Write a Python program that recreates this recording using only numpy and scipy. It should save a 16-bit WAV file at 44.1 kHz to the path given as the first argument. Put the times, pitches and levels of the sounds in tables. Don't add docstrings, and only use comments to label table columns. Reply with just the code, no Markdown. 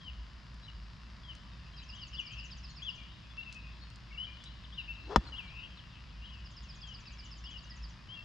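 import sys
import numpy as np
from scipy import signal
from scipy.fft import rfft, irfft
from scipy.io import wavfile
from scipy.ndimage import uniform_filter1d

SR = 44100
rng = np.random.default_rng(int(sys.argv[2]) if len(sys.argv) > 2 else 0)


def store_pcm(level_fs):
    pcm = np.round(np.clip(level_fs, -1, 1) * 32767).astype(np.int16)
    wavfile.write(sys.argv[1], SR, np.atleast_2d(pcm).T)


N = 363774
TIME = np.arange(N) / SR
# frequency_hz, left_over_right_db
AMBIENCE_PAN = [(100, 0.9), (400, -3), (900, 4), (1500, 1), (2600, 8.5), (4200, -1.5), (8000, 3.5)]


def strike(impact_s=5.15982, contact_s=.0005):
    # pitch_hz, level_db, t60_s, left_over_right_db
    head_modes = [(550, -23, 0.044, 8), (800, -26, 0.041, 11), (967, -15, 0.04, 8), (1062, -14, 0.015, 11),
                  (1220, -22.5, 0.037, 9), (1385, -33, 0.048, 5), (1794, -28, 0.06, -7),
                  (3060, -32, 0.017, 19), (3500, -26, 0.023, 10), (3970, -28, 0.02, -7),
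                  (5030, -34, 0.018, -4), (5360, -27.5, 0.02, -10), (6660, -33, 0.013, -3),
                  (7130, -32, 0.013, -9)]
    # pitch_hz, level_db, t60_s
    shaft_modes = [(1790, -50, .16), (5400, -53, .06)]
    # frequency_hz, level_db
    divot_colour = [(150, -4), (400, -1), (1100, -1), (1700, -12), (4000, -13.5), (6500, -22),
                    (8500, -33.5), (12000, -39), (16000, -62)]
    # delay_s, pitch_hz, level_db, t60_s
    ground_modes = [(.0025, 200, -20, .034), (.001, 300, -19, .02), (.017, 210, -26, .055),
                    (.0098, 56, -18, .105), (.0205, 125, -28, .055)]
    dig_s, dig_t60_s = .0085, .03
    head = -sum(panned(from_db(db) * ring(impact_s, hz, t60), pan) for hz, db, t60, pan in head_modes)
    pressing = onset(impact_s, contact_s)
    smothered = from_db(-60 * np.clip((TIME - impact_s - dig_s) / dig_t60_s, 0, 2))
    crack = band(head * pressing * smothered, 60, 8100)
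    bite_s = impact_s + .00024
    tearing = dying(bite_s, t60=.046) * onset(bite_s, contact_s)
    turf = noise(divot_colour, pan=[(200, 0), (800, 8), (1400, 12), (2500, -2), (7000, 3)])
    divot = from_db(-24) * tearing * turf
    thud = sum((-1) ** k * from_db(db) * ring(impact_s + delay, hz, t60)
               for k, (delay, hz, db, t60) in enumerate(ground_modes))
    shaft = pressing * sum(from_db(db) * ring(impact_s, hz, t60) for hz, db, t60 in shaft_modes)
    sharp = crack + divot + shaft
    echo = from_db(-30.5) * trees(sharp.mean(0), t60=.99, build_s=.059)
    return sharp + band(thud, 30, 770) + echo


def swish():
    # time_s, relative_level_db, vortex_pitch_hz
    swing = [(4.97, -70, 250), (5.05, -58, 300), (5.075, -50.5, 350), (5.097, -42.5, 390),
             (5.128, -36, 440), (5.15, -41.5, 430), (5.185, -53, 360), (5.21, -51, 320), (5.235, -58, 300),
             (5.32, -58, 279), (5.45, -80, 250)]
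    s, db, hz = np.transpose(swing)
    pitch = np.interp(TIME, s, hz)
    level_db = np.interp(TIME, s, db, left=-120, right=-120)
    hum_level = from_db(3.5 + 2 * drift(110))
    vortices = hum_level * tone(pitch * (1 + .07 * drift(130)))
    for centre in np.geomspace(200, 2016, 11):
        head = from_db(-6 - 33 * np.log2(centre / pitch) ** 2)
        shaft = from_db(-3.5 + .45 * (level_db - db.max()) - 18 * np.log2(centre / (2.35 * pitch)) ** 2)
        eddies = band(rng.standard_normal(N), centre / 2 ** (1 / 6), centre * 2 ** (1 / 6))
        vortices += (head + shaft) * unit_rms(eddies)
    hiss = from_db(-14.5) * unit_rms(band(rng.standard_normal(N), 1900, 5800, order=4))
    return panned(from_db(level_db - 8) * (vortices + hiss), 5.5)


def soil():
    # time_s, level_db
    shower = [(5.16, -85), (5.18, -71), (5.24, -62), (5.285, -53.5), (5.32, -62.5), (5.42, -62.5),
              (5.7, -74), (5.9, -95)]
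    # frequency_hz, level_db
    crumb_colour = [(250, -9), (1100, 12.5), (2500, 3), (5000, -7), (8000, -14), (13000, -54)]
    level = from_db(np.interp(TIME, *np.transpose(shower), left=-120, right=-120))
    clumps = unit_rms(from_db(6 * np.clip(drift(420), -2, 2.2)))
    return panned(level * clumps * noise(crumb_colour), 2)


def whistlers(faint_db=-55.2, left_lag_s=.000064):
    # start_s, length_s, first_hz, middle_hz, last_hz, level_db
    whistles = [(0.626, 0.047, 3900, 4000, 3900, -55), (1.733, 0.023, 3130, 3220, 3280, -60),
                (1.779, 0.036, 3850, 3980, 3850, -55), (1.817, .025, 2770, 3070, 3250, -51),
                (2.684, .04, 4130, 4320, 4230, -57), (2.765, 0.052, 2860, 2530, 2300, -59),
                (2.973, 0.058, 2430, 2390, 2180, -56), (2.295, 0.086, 3000, 3160, 3060, -55),
                (3.301, 0.037, 3380, 3430, 3370, -56), (3.401, 0.023, 3920, 3960, 3880, -56),
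                (3.424, 0.016, 2680, 2824, 2700, -48), (3.807, 0.038, 4430, 4370, 4330, -58.5),
                (4.107, 0.024, 2330, 2200, 2150, -55), (4.125, .014, 2660, 2780, 2700, -51.5),
                (4.145, .012, 2850, 2700, 2600, -52), (4.154, 0.021, 2330, 2250, 2190, -55),
                (4.262, 0.059, 2420, 2412, 2410, -55.5), (4.4, 0.036, 3350, 3400, 3380, -56),
                (4.455, 0.039, 3650, 3950, 3770, -54.5), (4.778, .04, 4300, 3950, 3540, -57.5),
                (4.877, 0.057, 2553, 2694, 2540, -43), (5.052, .05, 4030, 4000, 3800, -59),
                (5.105, 0.034, 3200, 3390, 3400, -56), (5.231, 0.036, 4760, 4600, 4380, -62),
                (5.263, 0.0255, 4340, 4200, 3900, -52.5), (5.628, .05, 3270, 3180, 2980, -57),
                (5.925, 0.067, 3350, 2940, 2490, -63.5), (6.724, .045, 3320, 3600, 3800, -67),
                (7.225, .055, 2990, 2924, 2680, -58), (7.704, 0.05, 1893, 1955, 1860, -59),
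                (8.142, .11, 2850, 2710, 2780, -51)]
    song, distant = piping() + repertoire(), np.zeros(N)
    for s, length, first, middle, last, db in whistles:
        whistle = from_db(db) * note(length, first, middle, last, loudest=.42)
        add(distant if db < faint_db else song, s, whistle)
    song += from_db(-3) * distant + from_db(-5) * trees(distant, t60=.3, build_s=.004)[0]
    song *= from_db(2.5 * drift(130))
    near = from_db(-9.5) * trees(song, t60=.26, build_s=.004, delay_s=.005)
    far = from_db(-10.5) * trees(song, t60=1.4, build_s=.01, delay_s=.04)
    left, right = panned(song + near + far, 7)
    return np.array([np.interp(TIME - left_lag_s, TIME, left), right])


def repertoire():
    # time_s, pitch_hz, relative_level_db, buzz_depth_hz
    slur = [(0, 3310, -23, 2), (.012, 3300, -9, 12), (.05, 3150, -9, 34), (.084, 2960, 1, 42),
            (.112, 2430, -22.5, 0)]
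    warble = [(0, 2780, -6, 0), (.026, 2890, -0.5, 30), (.044, 3400, -1, 117), (.056, 2980, -2, 80),
              (.067, 2900, 0, 58), (.084, 3380, 0, 122), (.1, 3030, 0, 50), (.128, 2890, 2.5, 57),
              (.165, 2680, -10, 0)]
    arch = [(0, 2900, -17, 0), (.01, 3300, -4, 0), (.022, 3470, -4.5, 0.0054), (.038, 3490, -3, 0),
            (.057, 3270, 0, 0), (.078, 2880, 2.5, 0.0041), (.092, 2560, -8, 0)]
    lift = [(0, 2684, -9, -1), (.016, 2930, -0.5, 7), (.03, 2984, 0, 9), (.06, 3024, 0.5, 16),
            (.078, 3200, -1, 86), (.088, 2860, -14, 88)]
    dive = [(0, 3137, -14, 0.0041), (.028, 3740, -18, 0), (.048, 3400, -19, 0), (.066, 2850, 4, 0),
            (.097, 2550, -14.5, 0)]
    flourish = [(0, 3110, -15, 3), (.024, 2810, -6, 2), (.042, 2996, -9, 100), (.056, 3640, -16, 202),
                (.067, 3088, -3, 1), (.08, 2783, 3, 0), (.094, 2490, -20, 0), (.16, 2300, -22.5, 1),
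                (.21, 2612, -17, 128), (.28, 2774, -11.5, 163), (.37, 2816, -17.5, 150)]
    chip = [(0, 4300, -2, 0.004), (.022, 3690, -2, 0), (.045, 2950, 0.5, 0)]
    droop = [(0, 2950, 0, 0), (.02, 2720, -3.5, 0), (.045, 2490, -7, 0), (.09, 2460, -12, 20),
             (.15, 2530, -3.5, 20), (.18, 2520, -15, 0)]
    # start_s, stretch_factor, pitch_factor, level_db, opening_over_close_db
    slurs = [(0, 1, 1.005, -49, -7), (1.227, 1, 1.02, -48, -6), (6.822, 1.2, 1.01, -48, 16)]
    warbles = [(1.917, 0.92, 0.995, -53, 0), (6.216, 1.0, 0.99, -55, 5), (7.437, 0.97, 1.0, -52.5, 1)]
    arches = [(2.815, 1, 0.99, -41, -1)]
    lifts = [(4.173, 1.0, 1.0, -41.5, 2), (8.081, 0.93, 1.055, -51.5, -2)]
    dives = [(0.619, 1, 1.03, -57, 2), (4.723, 0.99, 1.0, -40.5, 0.14)]
    flourishes = [(2.128, .93, 1.0, -39, 0), (5.319, 0.98, 0.99, -38, 1)]
    chips = [(2.5, 0.69, 1, -60.5, -1), (4.636, 0.5, 0.96, -57.5, -3), (4.949, 0.47, 0.97, -58, 4),
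             (5.474, 0.82, 1, -59, 3), (5.771, 0.75, 0.97, -57, -3)]
    droops = [(6.095, 0.86, 1.0, -64, 0), (6.645, 1.07, 1.0, -60.5, 6), (7.055, 1.1, 0.93, -60.5, 4)]
    song = np.zeros(N)
    for shape, renditions in [(slur, slurs), (warble, warbles), (arch, arches), (lift, lifts),
                              (dive, dives), (flourish, flourishes), (chip, chips), (droop, droops)]:
        for s, stretch, pitch, db, lead_db in renditions:
            add(song, s, from_db(db) * call(shape, stretch, pitch, lead_db))
    return song


def call(shape, stretch, pitch, lead_db, buzz_rate_hz=94):
    s, *columns = np.transpose(shape)
    t = TIME[:int(s[-1] * stretch * SR)]
    hz, db, depth_hz = [uniform_filter1d(np.interp(t, s * stretch, c), size=260) for c in columns]
    quaver = np.interp(t * 300, np.arange(150), rng.standard_normal(150))
    shake_hz = depth_hz * np.sin(2 * np.pi * buzz_rate_hz * t + .5 * quaver)
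    fade = np.clip(np.minimum(t, t[-1] - t) / .004, 0, 1)
    level = from_db(db + lead_db * (.5 - t / t[-1]))
    return np.sqrt(2) * fade * level * tone(pitch * hz + shake_hz + 38 * quaver)


def piping(start_s=3.373, gap_s=.086, count=4):
    song = np.zeros(N)
    for k in range(count):
        hz = 2714 - 60.4 * k
        held = note(.048 + .011 * k, hz - 45, hz, hz - 100, loudest=.37)
        add(song, start_s + k * gap_s, from_db(-42 - 5 * k) * held)
    return song


def triller(swell_s=.12, fade_s=.22):
    # start_s, end_s, first_gap_s, gap_growth_s, level_db, soft_start_db, soft_end_db
    trills = [(1.779, 2.95, .1221, .00065, -49, -5.5, -6.5), (6.34, 7.895, .1197, .001, -51, -10, -2.5)]
    song = np.zeros(N)
    for start, end, gap, growth, db, soft_db, fade_db in trills:
        times = start + np.concatenate([[0], np.cumsum(gap + growth * np.arange(20))])
        for s, chance in zip(times[times < end], rng.standard_normal((20, 6))):
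            sharp, slow, strong, high_strong, bow, accent = 1 + chance * [.008, .06, .06, .11, .012, .15]
            sweep = note(.035 * slow, 5520 * sharp, 5020 * sharp * bow, 4320 * sharp, .72 * accent)
            high_sweep = note(.021 * slow, 7450, 6900 * bow, 5750, loudest=.9 * accent)
            hook = note(.012, 6020 * sharp, 5830 * sharp, 5950 * sharp * bow, loudest=.35)
            ends_db = soft_db * np.exp((start - s) / swell_s) + fade_db * np.exp((s - end) / fade_s)
            level = from_db(db + ends_db)
            high_level, hook_s = level * high_strong * from_db(-11.5), s + .06
            add(song, s - .018, level * strong * sweep)
            add(song, hook_s - .017, high_level * high_sweep)
            add(song, hook_s, high_level * from_db(1) * hook)
    song *= from_db(-.4 + 1.6 * drift(220))
    return panned(song + from_db(-5.5) * trees(song, t60=.29, build_s=.0075), -2.4)


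def far_birds(count=220):
    # time_s, relative_level_db
    chorus = [(0, -75), (1.3, -64), (1.8, -57), (3.3, -58), (4.0, -61), (5.0, -58), (6.0, -60), (7.1, -56),
              (8.2, -63)]
    song = np.zeros(N)
    for k, (when, length, pitch, slur, arch) in enumerate(rng.random((count, 5))):
        hz = 2560 + 1400 * pitch ** 2
        fall, bend = .6 * (slur - .42), .15 * (arch - .25)
        chirp = note(.026 + .0304 * length, hz * (1 + fall / 2), hz * (1 + bend), hz * (1 - fall / 2),
                     loudest=.5, quaver_hz=80)
        add(song, (k + when) / count * N / SR, from_db(-3 * pitch) * chirp)
    song *= from_db(np.interp(TIME, *np.transpose(chorus)))
    return panned(from_db(-10) * song + from_db(-5) * trees(song, t60=.4, build_s=.004), 4)


def ticks(snap_t60_s=.0079, rustle_db=-14):
    # start_s, level_db, rustle_t60_s
    snaps = [(0.543, -56.5, 0.037), (1.352, -52, 0.1), (3.526, -43, .1), (3.5455, -54, .2),
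             (3.902, -54, 0.076), (3.959, -51.5, .04), (4.44, -47.5, 0.12)]
    # frequency_hz, level_db
    snap_colour = [(2000, -10), (4500, 5.5), (6800, -2), (8500, -8), (12000, -24), (14000, -38)]
    level = sum(from_db(db) * (dying(s, snap_t60_s) + from_db(rustle_db) * dying(s, t60))
                for s, db, t60 in snaps)
    return band(level * noise(snap_colour), 2000, 11000, order=5)


def rumble():
    # frequency_hz, level_db
    rumble_colour = [(20, -30.5), (32, -9), (45, -8.5), (57, -5), (75, -15), (110, -7), (150, -11.5),
                     (200, -14), (260, -23.5), (350, -28.5), (500, -48.5)]
    return from_db(-53.5) * band(noise(rumble_colour, AMBIENCE_PAN), 33, 900)


def drone():
    # time_s, level_db
    swells = [(0.0, -52.5), (0.3, -46), (0.54, -54), (0.8, -46), (0.96, -57), (2.66, -48), (2.86, -56.5),
              (4.88, -48.5), (5.26, -51.5), (5.96, -56.5), (6.14, -48), (6.94, -51.5), (7.34, -49),
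              (7.58, -54.5), (7.84, -45), (8.24, -76)]
    hum = band(rng.standard_normal(N), 53.2, 61.2)
    even_hum = hum / np.sqrt(uniform_filter1d(hum ** 2, size=SR // 4) + 1e-12)
    return even_hum * from_db(np.interp(TIME, *np.transpose(swells)) + 2.1 * drift(9.7))


def open_air():
    # frequency_hz, level_db
    air_colour = [(200, -17), (350, -9.5), (650, -4), (830, -7.5), (1000, 1.5), (1500, -3.5), (1750, -1),
                  (2500, -9.5), (2950, -7), (4200, -7.5), (5000, -3), (5800, -15.5), (7500, -24),
                  (8400, -33.5), (11000, -36), (14000, -56.5)]
    return from_db(-60 + .18 * drift(2.7)) * noise(air_colour, AMBIENCE_PAN)


def buzz(rate_hz=59.94):
    at = (np.arange(0, TIME[-1], 1 / rate_hz) * SR).astype(int)
    clicks = np.zeros(N)
    clicks[at] = -from_db(-3 * (np.arange(len(at)) % 2) + 1.8 * rng.standard_normal(len(at)))
    return panned(from_db(-67.5) * unit_rms(band(clicks, 1060, 3980, order=3)), 2)


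def trees(x, t60, build_s, delay_s=0):
    t = np.maximum(TIME[:2 * SR] - delay_s, 0)
    shared, own = rng.standard_normal(len(t)), rng.standard_normal((2, len(t)))
    echoes = (shared + own) * from_db(-60 * t / t60) * (1 - np.exp(-t / build_s))
    return signal.fftconvolve(x[None], unit_rms(echoes) / np.sqrt(len(t)), axes=1)[:, :N]


def note(length_s, first_hz, middle_hz, last_hz, loudest, quaver_hz=22):
    t = TIME[:int(length_s * SR)]
    progress = t / length_s
    hz = np.polyval(np.polyfit([0, .5, 1], [first_hz, middle_hz, last_hz], 2), progress)
    quaver = np.interp(t * 300, np.arange(100), rng.standard_normal(100))
    skewed = np.interp(progress, [0, np.clip(loudest, .1, .9), 1], [0, .5, 1])
    swell = np.abs(np.sin(np.pi * skewed)) ** .9
    return np.sqrt(2) * swell * tone(hz + quaver_hz * quaver)


def noise(colour, pan=((100, 0), (1000, 0))):
    # frequency_hz, correlation
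    likeness = [(60, 0.98), (150, 0.86), (400, 0.52), (1000, 0.79), (2500, 0.51), (5000, 0.96),
                (10000, 0.52)]
    hz = np.arange(N // 2 + 1) * SR / N
    mid, side = rfft(rng.standard_normal((2, N)))
    alike = at_hz(likeness, hz)
    pair = np.sqrt(1 + alike) * mid + np.sqrt(1 - alike) * side * [[1], [-1]]
    return unit_rms(irfft(panned(pair, at_hz(pan, hz)) * from_db(at_hz(colour, hz)), N))


def ring(s, hz, t60):
    return dying(s, t60) * np.sin(2 * np.pi * hz * (TIME - s))


def dying(s, t60):
    age = TIME - s
    return (age >= 0) * from_db(-60 * np.clip(age / t60, 0, 5))


def onset(s, rise_s):
    return np.sin(np.pi / 2 * np.clip((TIME - s) / rise_s, 0, 1)) ** 2


def tone(hz):
    return np.sin(2 * np.pi * np.cumsum(hz) / SR)


def drift(rate_hz):
    knots = rng.standard_normal(4000)
    return np.interp(TIME * rate_hz, np.arange(len(knots)), knots)


def band(x, low_hz, high_hz, order=2):
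    sos = signal.butter(order, [low_hz, high_hz], "band", fs=SR, output="sos")
    return signal.sosfilt(sos, x + 1e-18)


def at_hz(points, hz):
    f, value = np.transpose(points)
    return np.interp(np.log(hz + 1), np.log(f), value)


def add(track, s, sound):
    i = int(np.clip(round(s * SR), 0, N - 1))
    track[..., i:i + sound.shape[-1]] += sound[..., :N - i]


def panned(x, pan_db):
    return x * from_db(np.array([[.5], [-.5]]) * pan_db)


def unit_rms(x):
    return x / np.sqrt(np.mean(x ** 2) + 1e-20)


def from_db(db):
    return 10 ** (np.asarray(db) / 20)


def scene():
    shot = strike() + swish() + soil()
    birds = whistlers() + triller() + far_birds()
    return shot + birds + ticks() + rumble() + drone() + open_air() + buzz()


def record(dry, cutoff_hz=15500):
    return signal.sosfilt(signal.butter(16, cutoff_hz, fs=SR, output="sos"), dry)


dry = scene()
out = record(dry)
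store_pcm(out)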